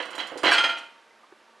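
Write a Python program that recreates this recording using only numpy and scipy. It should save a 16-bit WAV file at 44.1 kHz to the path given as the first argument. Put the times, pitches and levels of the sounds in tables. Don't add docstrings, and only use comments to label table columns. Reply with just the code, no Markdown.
import sys
import numpy as np
from scipy import signal
from scipy.fft import rfft, irfft
from scipy.io import wavfile
from scipy.ndimage import uniform_filter1d

SR = 44100
rng = np.random.default_rng(int(sys.argv[2]) if len(sys.argv) > 2 else 0)


def transcribe(signal):
    frames = np.atleast_2d(signal).T
    limited = np.clip(frames, -1, 1)
    pcm = np.round(limited * 32767).astype(np.int16)
    wavfile.write(sys.argv[1], SR, pcm)


N = 70560
TIME, FREQS = np.arange(N) / SR, np.fft.rfftfreq(N, 1 / SR)


JOLTS = [(.001, -6, -0.5), (.028, -12.5, 1.5), (0.093, -19.5, -1), (.131, -15.5, 0), (.147, -16, -1.5),
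         (0.18, -9.5, -3), (.193, -10.5, 1.5), (0.202, -7, 2), (.237, -18, -1.5), (0.266, -18.5, 1.5),
         (0.379, -17, -1), (.433, -2, -2.5), (.440, 1, -2), (.445, 1.5, 1.5), (.455, 3.5, 2.5),
         (.468, 5.5, 0.5), (.482, 3.5, 0), (.491, 4.5, 0), (0.518, 3, 3), (.532, 4, 2.5), (.549, 2.5, 3),
         (.579, 3.5, 2.5), (.595, -3.5, 1), (.638, 1.5, 2), (.647, -3.5, 0.5), (0.691, -5.5, 2),
         (.772, -13.5, 1.5)]
# f/Hz, level/dB, T60/s
RACK_MODES = [(316.3, -11.5, 0.15), (506, -14, 0.17), (675, -10.5, 0.38), (879, -12, 0.19),
              (1014.5, -3.5, 0.16), (1416, -4, 0.27), (1726, -13, 0.078), (1842, -6, 0.21),
              (2036, -2, 0.19), (2183, -8.5, .18), (2900, -7, 0.28), (3174, 0, 0.079), (3976, -7.5, 0.086),
              (4135, -9, 0.1)]
# f/Hz, level/dB
RACK_SPECTRUM = [(40, -33.5), (150, -27), (280, -7.5), (390, -9), (540, -0.5), (700, -2.5), (950, -0.5),
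                 (1750, -0.5), (2500, -6), (3150, 1.5), (3600, -12), (4300, -11.5), (5200, -21.5),
                 (8000, -30.5), (12000, -45)]

def rack():
    out = np.zeros(N)
    for start, db, tilt in JOLTS:
        clatter = undb(-26) * dense_modes(RACK_SPECTRUM, tilt, t60=0.18, crack_db=5.5, crack_t60=0.002)
        piece = undb(-33.5) * loose_piece(RACK_SPECTRUM, tilt, 597.8, 8983, t60=0.12, count=32)
        add(out, undb(db) * (clatter + piece + undb(-32) * ring(RACK_MODES, tilt)), start)
    return out


# t/s, level/dB, tilt/(dB per octave)
BOWL_BLOWS = [(.456, -11, -7), (.512, -2, 5), (.519, 1, -3), (.543, -6, -1), (.692, -14, 14)]
PLATE_BLOWS = [(.535, -9, -12.5), (.563, -8, 3), (.581, -3, 5), (.603, -5.5, -13.5), (.640, -1.5, 2.5),
               (.690, -8, -4.5), (.722, -18, -2)]
# f/Hz, level/dB, T60/s
BOWL_MODES = [(699.5, -9.5, 0.23), (1010, -7.5, 0.076), (1450, -1, 0.11), (1547, 1.5, 0.11),
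              (1620, 2.5, 0.098), (2364, -3, 0.16), (2570, -7.5, 0.31), (3040, -3.5, 0.15)]
PLATE_MODES = [(920, -26.5, 0.74), (1389, 0.5, 0.2), (1428.5, -6.5, 0.22), (1847, -9, 0.17),
               (2080, -9.5, 0.27), (2413, -2, 0.13), (2470, -14, 0.51), (3130, -14.5, .2), (3210, 0.5, 0.2),
               (4340, -15, 0.1), (4985, -16, 0.15), (6330, -26, 0.28)]

def crockery(blows, modes, level_db):
    out = np.zeros(N)
    for hz, mode_db, t60 in modes:
        energy = np.zeros(N)
        envelope = fade(t60) * rise(0.0016)
        for start, db, tilt in blows:
            add(energy, (undb(db + tilt * np.log2(hz / PIVOT_HZ)) * envelope) ** 2, start)
        phase = 2 * np.pi * np.cumsum(hz * (1 + 0.004 * wobble())) / SR
        out += undb(level_db + mode_db) * np.sqrt(energy) * np.sin(phase)
    return out


# t/s, level/dB, f/Hz, T60/s
PINGS = [(0.187, -9, 3943, 0.14), (0.197, -8, 1010, 0.11), (.2, -1.5, 3260, 0.08), (.234, -8.5, 3097, 0.11),
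         (.462, -1.5, 2020, 0.21), (.466, 0.5, 4070, 0.14), (.511, 3, 4480, 0.045),
         (.518, -3.5, 5510, 0.094), (.524, -6.5, 8030, 0.059), (.534, -9.5, 8420, 0.083),
         (0.536, 1.5, 4383, 0.1), (.579, -15.5, 8330, 0.15), (.640, -4, 4985, 0.12)]

def glassware():
    out = np.zeros(N)
    for start, db, hz, t60 in PINGS:
        add(out, undb(db - 23.5) * ring([(hz, 0, t60)]), start)
    return out


# t/s, level/dB
CLINKS = [(0.02, -18), (0.053, -16.5), (0.106, -14), (0.152, -10), (0.18, -11), (0.27, -12.5),
          (0.375, -8.5), (0.384, -12), (0.432, -4.5), (.512, -0.5), (0.525, 1), (0.542, -13), (0.582, -8),
          (.640, -6), (.695, -16), (.781, -13)]
# f/Hz, level/dB, T60/s
CUTLERY_MODES = [(5650, 6, 0.12), (6800, 7.5, 0.13), (7200, 1.5, 0.17), (8030, -9, 0.12),
                 (8200, -3.5, 0.27), (9500, 0.5, 0.13), (10400, -18, 0.067)]
# f/Hz, level/dB
CUTLERY_SPECTRUM = [(100, -48), (2000, 5), (4200, 7), (6500, 0.5), (8400, 1.5), (11000, -5.5), (14000, -9)]

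def cutlery():
    out = np.zeros(N)
    for start, db in CLINKS:
        tick = undb(-41.5) * dense_modes(CUTLERY_SPECTRUM, 0, t60=0.1, crack_db=2, crack_t60=0.0069)
        piece = undb(-45.5) * loose_piece(CUTLERY_SPECTRUM, 0, 3000, 14000, t60=0.09, count=18)
        add(out, undb(db) * (tick + piece + undb(-49) * ring(CUTLERY_MODES)), start)
    return out


# t/s, level/dB
KNOCKS = [(.002, -6.5), (.318, -8), (0.329, -9.5), (.356, -7.5), (.366, -10.5), (.433, 1.5), (.456, 0.5)]
# f/Hz, level/dB, T60/s
DOOR_MODES = [(307.8, 4.5, 0.12), (383, -1, 0.093), (500, 6.5, 0.16), (716, -14, 0.029), (1140, -15, 0.052)]
# f/Hz, level/dB
DOOR_SPECTRUM = [(25, -47), (130, -40), (210, -28), (300, 2), (700, 0), (1700, -18.5), (3000, -39),
                 (12000, -42)]
THUMP_SPECTRUM = [(25, -11), (60, -18), (120, 0), (220, 2), (400, -26), (2000, -63)]

def knocks():
    out = np.zeros(N)
    for start, db in KNOCKS:
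        thud = undb(-36) * dense_modes(DOOR_SPECTRUM, 0, t60=0.11, crack_db=6.5, crack_t60=0.029)
        add(out, undb(db) * (thud + undb(-35.5) * ring(DOOR_MODES)), start)
    thump = dense_modes(THUMP_SPECTRUM, 0, t60=0.43, crack_db=-14, crack_t60=0.05)
    add(out, undb(-49.5) * thump, start=0.433)
    return out


def rolling(contacts_per_s=200, stop_s=0.43, scatter_db=4.5):
    contacts = (rng.random(N) < contacts_per_s / SR) * (TIME < stop_s)
    forces = contacts * undb(scatter_db * rng.standard_normal(N))
    response = dense_modes(RACK_SPECTRUM, -2.5, t60=0.12, crack_db=-20, crack_t60=0.0081)
    response += undb(-15) * ring(RACK_MODES)
    return undb(-51) * unit(signal.fftconvolve(forces, response)[:N])


# t/s, level/dB, f/Hz, T60/s
TAPS = [(1.108, -10, 2040, 0.081), (1.232, -3, 1198, 0.056), (1.241, -5, 1036, 0.061),
        (1.3228, 2.5, 374, 0.053)]
# f/Hz, level/dB
TAP_SPECTRUM = [(60, -47), (170, -23), (330, -5), (700, -1), (1100, -3), (1700, -5), (2400, -28),
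                (10000, -49)]

def taps():
    out = np.zeros(N)
    for start, db, hz, t60 in TAPS:
        touch = undb(-48.5) * dense_modes(TAP_SPECTRUM, 0, t60=0.028, crack_db=-17, crack_t60=0.008)
        add(out, undb(db) * (touch + undb(-42.5) * ring([(hz, 0, t60)])), start)
    return out


# f/Hz, T60/s
ROOM_T60 = [(100, 0.74), (500, 0.62), (1500, 0.55), (3000, 0.55), (6000, 0.52), (12000, 0.45)]

def reverberation(x):
    white, tail = rfft(rng.standard_normal(N)), 0
    for centre, t60 in ROOM_T60:
        band = lookup([(f, f == centre) for f, _ in ROOM_T60], FREQS)
        tail = tail + irfft(white * band, N) * fade(t60)
    response = unit(tail * rise(0.0061)) / np.sqrt(N)
    return signal.fftconvolve(x, response)[:N]


# f/Hz, level/dB
ROOM_SPECTRUM = [(18, -71), (30, -46), (172, -32), (217, -10.5), (254, -15), (373, -8), (577, -5.5),
                 (640, -6.5), (1190, -7), (1380, -6), (3770, -16), (11700, -32.5), (14000, -48)]
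ROOM_TONES = [(226, -75.5), (920, -69.5), (1157, -69)]

def background():
    tones = np.zeros(N)
    for hz, db in ROOM_TONES:
        resonance = fade(0.23) * np.sin(2 * np.pi * hz * TIME)
        tones += undb(db) * unit(signal.fftconvolve(rng.standard_normal(2 * N), resonance, "valid")[:N])
    return undb(-57.5) * noise(ROOM_SPECTRUM) + tones


PIVOT_HZ = 2000

def ring(modes, tilt=0):
    out = np.zeros(N)
    for (hz, db, t60), (detune, phase) in zip(modes, rng.uniform(-0.95, 1, (len(modes), 2))):
        age = TIME[:int(t60 * SR)]
        wave = np.sin(2 * np.pi * hz * (1 + 0.004 * detune) * age + np.pi * phase)
        gain = undb(db + tilt * np.log2(hz / PIVOT_HZ))
        out[:len(age)] += gain * np.exp(-np.log(1000) * age / t60) * wave
    return out * rise(0.0013)


def dense_modes(spectrum, tilt, t60, crack_db, crack_t60):
    shape = [(hz, db + tilt * np.log2(max(hz / PIVOT_HZ, 1 / 8))) for hz, db in spectrum]
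    power = np.mean(undb(lookup(shape, FREQS)) ** 2)
    envelope = fade(t60) + undb(crack_db) * fade(crack_t60)
    return colour(rng.standard_normal(N) * envelope, shape) / np.sqrt(power)


def loose_piece(spectrum, tilt, low_hz, high_hz, t60, count, scatter_db=5):
    offset, strength, life = rng.uniform(-0.99, 1, (3, count))
    hz = low_hz + (high_hz - low_hz) * (np.arange(count) + 0.5 + offset / 2) / count
    db = lookup(spectrum, hz) + scatter_db * strength
    return ring(np.column_stack([hz, db, t60 * 2 ** (life / 2)]), tilt)


def wobble(smoothing_s=0.012):
    size = int(smoothing_s * SR)
    return unit(uniform_filter1d(uniform_filter1d(rng.standard_normal(N), size), size))


def noise(spectrum):
    return unit(colour(rng.standard_normal(N), spectrum))


def colour(x, spectrum):
    cepstrum = irfft(np.log(undb(lookup(spectrum, np.fft.rfftfreq(2 * N, 1 / SR)))))
    causal = np.concatenate([cepstrum[:1], 2 * cepstrum[1:N]])
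    return irfft(rfft(x, 2 * N) * np.exp(rfft(causal, 2 * N)))[:N]


def lookup(points, hz):
    freqs, values = np.array(points, float).T
    return np.interp(np.log(np.maximum(hz, 1)), np.log(freqs), values)


def fade(t60):
    return np.exp(-np.log(1000) * TIME / t60)


def rise(tau_s):
    return 1 - np.exp(-TIME / tau_s)


def add(out, x, start):
    i = max(int(start * SR), 0)
    out[i:] += x[:N - i]


def undb(db):
    return 10 ** (np.asarray(db) / 20)


def unit(x):
    return x / np.sqrt(np.mean(x ** 2))


# t/s, level/dB
PAN = [(0, -8), (.37, -7.5), (.45, -6), (.55, -2), (.7, -2), (1.6, -2)]
# f/Hz, level/dB
BALANCE = [(200, 0), (500, 0), (4000, 0), (8000, 1)]

def scene():
    rattle = rack() + rolling() + cutlery() + knocks()
    tapping = taps()
    bowl = crockery(BOWL_BLOWS, BOWL_MODES, level_db=-19)
    plate = crockery(PLATE_BLOWS, PLATE_MODES, level_db=-19)
    dishes = bowl + plate + glassware()
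    echoes = reverberation(undb(-8) * rattle + undb(-13) * dishes + undb(-14) * tapping)
    mid = rattle + dishes + tapping + echoes + background()
    side = undb(-24) * reverberation(rattle + dishes) + undb(-76.5) * noise(ROOM_SPECTRUM)
    pan_db = np.interp(TIME, *np.array(PAN).T)
    balance_db = lookup(BALANCE, FREQS)
    channels = []
    for sign in (1, -1):
        balanced = irfft(rfft(mid + sign * side) * undb(sign * balance_db / 2), N)
        channels.append(balanced * undb(sign * pan_db / 2))
    return np.array(channels)


# f/Hz, level/dB
TONE_CURVE = [(20, -9), (150, 0), (11500, -1), (14000, -18)]

def record(dry, cutoff_hz=14300):
    heard = np.array([colour(channel, TONE_CURVE) for channel in dry])
    return signal.sosfilt(signal.ellip(8, 0.2, 70, cutoff_hz, fs=SR, output="sos"), heard)


dry = scene()
out = record(dry)
transcribe(out)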